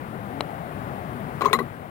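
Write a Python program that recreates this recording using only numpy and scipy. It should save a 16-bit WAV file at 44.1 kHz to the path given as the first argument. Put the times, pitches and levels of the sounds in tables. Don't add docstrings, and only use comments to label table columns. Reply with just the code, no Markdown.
import sys
import numpy as np
from scipy import signal
from scipy.fft import rfft, irfft, next_fast_len
from scipy.io import wavfile
from scipy.ndimage import uniform_filter1d, map_coordinates

SR = 44100
rng = np.random.default_rng(int(sys.argv[2]) if len(sys.argv) > 2 else 0)


def output_pcm(signal):
    pcm = np.clip(np.atleast_2d(signal).T, -1, 1) * 32767
    wavfile.write(sys.argv[1], SR, np.round(pcm).astype(np.int16))


def amplitude_ratio(level_db):
    exponent = np.asarray(level_db, float) / 20
    return 10 ** exponent


N = 83790

# [t/s, level/dB, tyre band level/dB]
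TRAFFIC = [
    (0, -34, -6),
    (.17, -35.5, -2),
    (.3, -34, 5.5),
    (.62, -34, 5.5),
    (.8, -33, 3),
    (1.05, -33, 4),
    (1.15, -33, 1.5),
    (1.49, -32.5, 2.5),
    (1.65, -35.5, 2.5),
    (1.9, -39, -1),
]
# [f/Hz, level/dB]
DRONE_COLOUR = [(20, -23), (45, -6.5), (140, 1), (300, -8.5), (1200, -13.5), (2000, -20.5), (3500, -38),
                (6000, -49)]
# [f/Hz, likeness 0-1]
TRAFFIC_LIKENESS = [(30, .6), (130, .95), (400, .85), (750, .94), (1300, .88), (2000, .55), (3500, .2)]
# [f/Hz, level/dB]
HISS_COLOUR = [(1500, -38), (3000, 8.5), (6000, -11.5), (9500, 0), (12000, -3), (15500, 3)]
# [f/Hz, level/dB]
LEFT_OVER_RIGHT_DB = [(30, 11), (100, 8.8), (800, 9.5), (1500, 11.5), (6000, 10), (8500, 16), (10500, 10),
                      (15000, 13)]
# [t/s, f/Hz, level/dB]
ENGINE_NOTE = [
    (0, 199.3, -46),
    (.2, 231.3, -43),
    (.27, 199.7, -30.5),
    (0.331, 250.9, -35.5),
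    (.4, 290.2, -39),
    (.5, 290.9, -44),
    (1.05, 250, -49.5),
    (1.15, 240.4, -33.5),
    (1.3, 252.4, -39.5),
    (1.4, 209.6, -31.5),
]
# [t/s, level/dB]
GRASS_FLICKS = [
    (1.168, -50),
    (1.202, -41),
]
# [f/Hz, level/dB, time to fall 60 dB/s]
PUTTER_HEAD = [(3980, -8, 0.01), (5230, -27, 0.008), (15400, -38, .006), (12000, -42, .004),
               (7150, -24, 0.0056), (8040, -20, 0.0076), (9100, -16.5, 0.0041), (10100, -33, .004),
               (2700, -11, 0.0077)]
# [t/s, level/dB, attack/s, hold/s, f/Hz]
CUP_HOLLOW = [(1.409, -23, 0.0019, 0.011, 1116), (1.4152, -15, 0.00064, 0.0026, 1170),
              (1.4195, -12, 0.00078, 0.0043, 1040), (1.431, -18, 0.0025, 0.0027, 1095),
              (1.4475, -15.5, 0.00079, 0.0037, 1187), (1.4535, -4, 0.00845, 0.0013, 1043),
              (1.4665, -19, .001, 0.0033, 1210), (1.476, -14, 0.0011, 0.0013, 1036),
              (1.484, -18, 0.00092, 0.002, 1100), (1.4986, -23, 0.00063, 0.0014, 1250),
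              (1.509, -28, 0.0012, 0.0045, 1000), (1.5313, -8.5, 0.0008, 0.014, 1045),
              (1.545, -14, 0.0013, 0.003, 1177), (1.552, -14, 0.0045, 0.0066, 1085),
              (1.589, -16, 0.00051, 0.0019, 1030), (1.600, -19, 0.0023, 0.0056, 1055),
              (1.611, -22, .002, 0.0073, 1110)]
# [t/s, level/dB, attack/s, hold/s, f/Hz]
CUP_UPPER = [(1.4165, -26, 0.00081, 0.0027, 1960), (1.421, -26, .001, 0.0022, 2330),
             (1.432, -35, 0.00087, 0.0018, 2180), (1.4415, -30, 0.00093, .002, 1940),
             (1.4485, -29.5, 0.00055, .0015, 2650), (1.4495, -33, .0005, .0015, 1950),
             (1.462, -26, .002, 0.0033, 2110), (1.482, -30.5, .002, 0.0037, 2104),
             (1.497, -34, 0.00104, .004, 2150), (1.508, -35, .001, .004, 2230),
             (1.530, -14.5, 0.00081, 0.0015, 2180), (1.532, -14.5, 0.0013, 0.011, 1903),
             (1.552, -24, 0.002, 0.005, 2030), (1.591, -22, 0.0015, 0.008, 1918)]
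# [t/s, level/dB, attack/s, hold/s, f/Hz]
CUP_THUDS = [(1.416, -18.5, 0.0016, 0.0034, 436), (1.438, -17, 0.0011, 0.013, 410),
             (1.458, -17, 0.0037, 0.016, 418.6), (1.503, -22, 0.0083, 0.0184, 421),
             (1.530, -19.5, 0.0041, 0.0134, 420), (1.545, -23.5, 0.0057, 0.038, 235),
             (1.548, -18.5, 0.0027, 0.0057, 423), (1.589, -19.5, 0.0014, 0.0027, 480),
             (1.585, -26.5, 0.0079, 0.06, 238), (1.2, -29.5, 0.0091, 0.043, 200),
             (1.601, -16.5, 0.0013, 0.0047, 414), (1.611, -21, 0.0016, 0.0073, 380),
             (1.602, -28, .001, .003, 790)]
# [t/s, crack level/dB, ring level/dB, treble tilt/dB an octave]
WALL_KNOCKS = [
    (1.4092, -20, -34, -2.5),
    (1.4165, -28, -24.5, 2.5),
    (1.4405, -20.5, -44, -3.5),
    (1.449, -23.5, -38, 0.5),
    (1.421, -18, -33, -6.5),
    (1.4565, -21.5, -20, -0.6),
    (1.466, -36, -32, 2),
    (1.4975, -46, -54, 7),
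    (1.512, -39, -54, 1),
]
# [f/Hz, level/dB, time to fall 60 dB/s]
WALL_TONES = [(1450, 2.5, 0.021), (2330, -2, 0.017), (3430, 0.5, 0.016), (4030, -6, 0.056),
              (4290, -10, 0.032), (5600, -10, 0.016), (6600, -19.5, 0.13), (7050, -23, .06),
              (8800, -19, .025), (9640, -25, .03), (10300, -18.5, 0.028), (11500, -18, 0.018),
              (14400, -13, .03), (15400, -12, .035)]
# [t/s, crack level/dB, ring level/dB, treble tilt/dB an octave]
STICK_KNOCKS = [
    (1.5297, -13.5, -14.5, 2.46),
]
STICK_PITCHES = [1420, 2300, 4060, 3560, 3920, 6620, 7030, 7490, 9640, 10300, 10640, 11490, 13530, 15570]
# [level/dB, time to fall 60 dB/s]
STICK_STRENGTHS = [(12, 0.014), (-2, 0.011), (-10.5, 0.12), (8.5, 0.014), (-3.5, 0.074), (-15.5, 0.069),
                   (-20, 0.087), (-19, 0.12), (-8, 0.046), (-17, .04), (-21, 0.13), (-14.5, 0.046),
                   (-23, 0.11), (-22, .05)]
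# [t/s, crack level/dB, ring level/dB, treble tilt/dB an octave]
FOOT_KNOCKS = [
    (1.5885, -23.5, -31.5, -1.6),
    (1.592, -34, -33, 0.5),
    (1.6235, -54, -58, 8),
]
# [f/Hz, level/dB, time to fall 60 dB/s]
FOOT_TONES = [(1460, 8, 0.017), (2900, -5, .015), (3960, -3.5, 0.076), (4190, -4, .05), (6570, -20, .04),
              (7500, -16, .03), (8200, -20, .02), (12400, -13, .015), (15570, -12, .04), (10600, -8.5, 0.1),
              (13530, -11, .08), (14250, -9, .035)]
# [f/Hz, level/dB]
CRACK_COLOUR = [(300, 10.5), (1400, -1), (3000, -1), (6000, -14.5), (12000, -20.5), (16000, -34)]
# [f/Hz, level/dB]
HOLE_SHADE = [(1000, -2.1), (2000, 1), (4000, -1), (8000, -11), (13000, -6)]

TRAFFIC_LAG_S, PUTT_LAG_S, CUP_LAG_S = .00038, .00004, .00013


def unit(x):
    return x / np.sqrt(np.mean(x ** 2) + 1e-20)


def along(points, hz):
    f, v = np.transpose(points)
    return np.interp(np.log(hz + 1), np.log(f + 1), v)


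def wobble(rate):
    knots = rng.standard_normal(int(N * rate / SR) + 4)
    return map_coordinates(knots, [np.arange(N) * rate / SR])


def filtered(x, response):
    m = next_fast_len(x.shape[-1] + 8192)
    return irfft(rfft(x, m) * response(np.fft.rfftfreq(m, 1 / SR)), m)[..., :x.shape[-1]]


def band(centre_hz, width_hz):
    return lambda hz: np.exp(-.5 * ((hz - centre_hz) / width_hz) ** 2)


def add(track, s, x):
    track[round(s * SR):][:len(x)] += x


def pair(left, right, lag_s):
    def path(hz):
        return amplitude_ratio(-along(LEFT_OVER_RIGHT_DB, hz)) * np.exp(-2j * np.pi * hz * lag_s)
    return np.array([left, filtered(right, path)])


def patchy(patchy_db):
    z = signal.stft(rng.standard_normal((2, N)), nperseg=512)[2]
    field = uniform_filter1d(rng.standard_normal(z.shape[1:]), 4, 0)
    field = uniform_filter1d(field, 10, 1)
    return signal.istft(z * amplitude_ratio(patchy_db * unit(field)), nperseg=512)[1][:, :N]


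def traffic():
    s, level_db, tyre_db = np.transpose(TRAFFIC)
    t = np.arange(N) / SR
    level = np.interp(t, s, level_db)
    drone = unit(filtered(patchy(patchy_db=.7), lambda hz: amplitude_ratio(along(DRONE_COLOUR, hz))))
    tyres = unit(filtered(patchy(patchy_db=2.5), band(centre_hz=725, width_hz=105)))
    tyres = tyres * amplitude_ratio(-12 + np.interp(t, s, tyre_db) + 1.4 * wobble(9))
    near, spread = (drone + tyres) * amplitude_ratio(level + 3.5 + .25 * wobble(7))
    air = rng.standard_normal((2, N))
    air = unit(filtered(air, lambda hz: amplitude_ratio(along(HISS_COLOUR, hz)) * (hz > 1500)))
    air = air * amplitude_ratio(-52 + 0.65 * (level - level_db.mean()))

    def alike(hz):
        return np.clip(along(TRAFFIC_LIKENESS, hz), 0, 1)
    right = filtered(near, alike) + filtered(spread, lambda hz: np.sqrt(1 - alike(hz) ** 2))
    return pair(near + air[0], right + air[1], TRAFFIC_LAG_S)


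def engine():
    s, hz, db = np.transpose(ENGINE_NOTE)
    t = np.arange(N) / SR
    level_db = np.interp(t, s, db, right=-90) + 3.5 * wobble(25.86)
    pitch_hz = np.interp(t, s, hz) + 8 * wobble(29.35)
    return amplitude_ratio(level_db) * np.sin(2 * np.pi * np.cumsum(pitch_hz) / SR)


def cricket():
    start_s, gap_s, chirp_s = .055, 0.21, 0.094
    phase = (np.arange(N) / SR - start_s) / gap_s
    gate = np.sin(np.pi * np.clip(phase % 1 * gap_s / chirp_s, 0, 1)) * (phase > 0) * (phase < 7)
    noise = unit(filtered(rng.standard_normal(N), band(centre_hz=9950, width_hz=150)))
    return amplitude_ratio(-64) * gate * noise


def grass():
    out, t = np.zeros(N), np.arange(SR // 20) / SR
    for s, db in GRASS_FLICKS:
        noise = unit(filtered(rng.standard_normal(len(t)), band(centre_hz=13820, width_hz=1800)))
        add(out, s, amplitude_ratio(db - 60 * t / .02) * noise)
    return out


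def putt():
    putt_s, contact_s = .40755, 0.00029
    t = np.arange(N) / SR - putt_s

    def bump(s, wide):
        return np.sin(np.pi * np.clip((t - s) / wide, 0, 1)) ** 2
    push = bump(0, contact_s)
    rebound = amplitude_ratio(-3) * bump(0.00043, 2.22 * contact_s)
    echo = amplitude_ratio(-19) * bump(0.00093, contact_s)
    u = np.maximum(t - 0.000307, 0)
    ring = np.zeros(N)
    for hz, db, t60 in PUTTER_HEAD:
        ring += amplitude_ratio(db - 60 * u / t60) * np.sin(2 * np.pi * hz * u) * (1 - np.exp(-u / 0.00053))
    thump = amplitude_ratio(-19.5 - 60 * u / .012) * np.sin(2 * np.pi * 327 * u)
    return amplitude_ratio(-4.5) * (push - rebound + echo + ring - thump)


def rings(rows, t60, rise_hz, unsteady=1):
    out, t = np.zeros(N), np.arange(SR // 8) / SR
    waver = unsteady * .45 * wobble(180)
    for s, db, attack, hold, hz in rows:
        sag_db = 3.5 * np.clip((t - attack) / hold, 0, 1)
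        fade_db = 60 * np.maximum(t - attack - hold, 0) / t60
        shape = np.clip(t / attack, 0, 1) * amplitude_ratio(-fade_db - sag_db)
        turns = hz * t + .5 * rise_hz * t * t
        tone = np.sin(2 * np.pi * turns + waver[round(s * SR):][:len(t)])
        add(out, s, amplitude_ratio(db) * shape * tone)
    return out * amplitude_ratio(1.6 * wobble(400))


def knocks(rows, tones, blur_hz, diffuse, free_s):
    out, t = np.zeros((2, N)), np.arange(SR // 5) / SR
    hz0, db0, t60 = np.transpose(tones)[:, :, None]
    for s, crack_db, ring_db, tilt_db in rows:
        drift = uniform_filter1d(rng.standard_normal((3, len(tones), len(t))), size=130)
        drift = unit(drift[0] + diffuse * drift[1:])
        level_db = db0 + tilt_db * np.log2(hz0 / 4000) + 1.8 * rng.standard_normal(hz0.shape)
        level_db = level_db - 60 * t / t60 - 60 * np.maximum(t - free_s, 0) / .02
        phase = 2 * np.pi * np.cumsum(hz0 + blur_hz * drift, -1) / SR
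        ring = (amplitude_ratio(level_db + 2.5 * drift[..., ::-1]) * np.sin(phase)).sum(1)
        ring = ring * (1 - np.exp(-t / 0.0015))

        def colour(hz):
            return amplitude_ratio(along(CRACK_COLOUR, hz) + tilt_db * np.log2(hz / 4000 + 0.089)) * (hz > 250)
        noise = rng.standard_normal((3, len(t)))
        noise = unit(filtered(noise[0] + diffuse * noise[1:], colour))
        fade = amplitude_ratio(-60 * t / 0.0098) + amplitude_ratio(-8 - 60 * t / 0.086)
        fade = fade * (1 - np.exp(-t / 0.00025))
        add(out.T, s, (amplitude_ratio(ring_db) * ring + amplitude_ratio(crack_db) * fade * noise).T)
    return out


def air_blow():
    start_s, length_s = 1.5303, 0.001
    phase = np.clip((np.arange(N) / SR - start_s) / length_s, 0, 1)
    return -amplitude_ratio(-7.5) * np.sin(2 * np.pi * phase) ** 3


def cup():
    hollow = rings(CUP_HOLLOW, t60=0.027, rise_hz=3100)
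    upper = rings(CUP_UPPER, t60=0.027, rise_hz=7000)
    thuds = rings(CUP_THUDS, t60=0.012, rise_hz=0, unsteady=0.33)
    stick_tones = np.column_stack([STICK_PITCHES, STICK_STRENGTHS])
    wall = knocks(WALL_KNOCKS, WALL_TONES, blur_hz=131, diffuse=0.59, free_s=0.042)
    stick = knocks(STICK_KNOCKS, stick_tones, blur_hz=46.0, diffuse=0.59, free_s=0.04)
    foot = knocks(FOOT_KNOCKS, FOOT_TONES, blur_hz=85, diffuse=0.62, free_s=0.031)
    left, right = hollow + upper + thuds + air_blow() + wall + stick + foot
    right = filtered(right, lambda hz: amplitude_ratio(along(HOLE_SHADE, hz)))
    return pair(left, right, CUP_LAG_S)


def scene():
    background, note = traffic(), engine()
    tap = cricket() + grass() + putt()
    return background + pair(note, note, TRAFFIC_LAG_S) + pair(tap, tap, PUTT_LAG_S) + cup()


def low_pass(x):
    return signal.sosfilt(signal.butter(12, 16680, fs=SR, output="sos"), x)


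def record(dry):
    low_cut_hz, top_hz, ceiling = 70, 15850, .97
    mic = filtered(dry, lambda hz: (1j * hz / (low_cut_hz + 1j * hz)) ** 2)
    mic = mic / (1 + np.abs(mic / ceiling) ** 8) ** (1 / 8)
    mic = filtered(mic, lambda hz: np.where(hz < top_hz, 1, amplitude_ratio(-45)))
    return low_pass(mic)


dry = scene()
out = record(dry)
output_pcm(out)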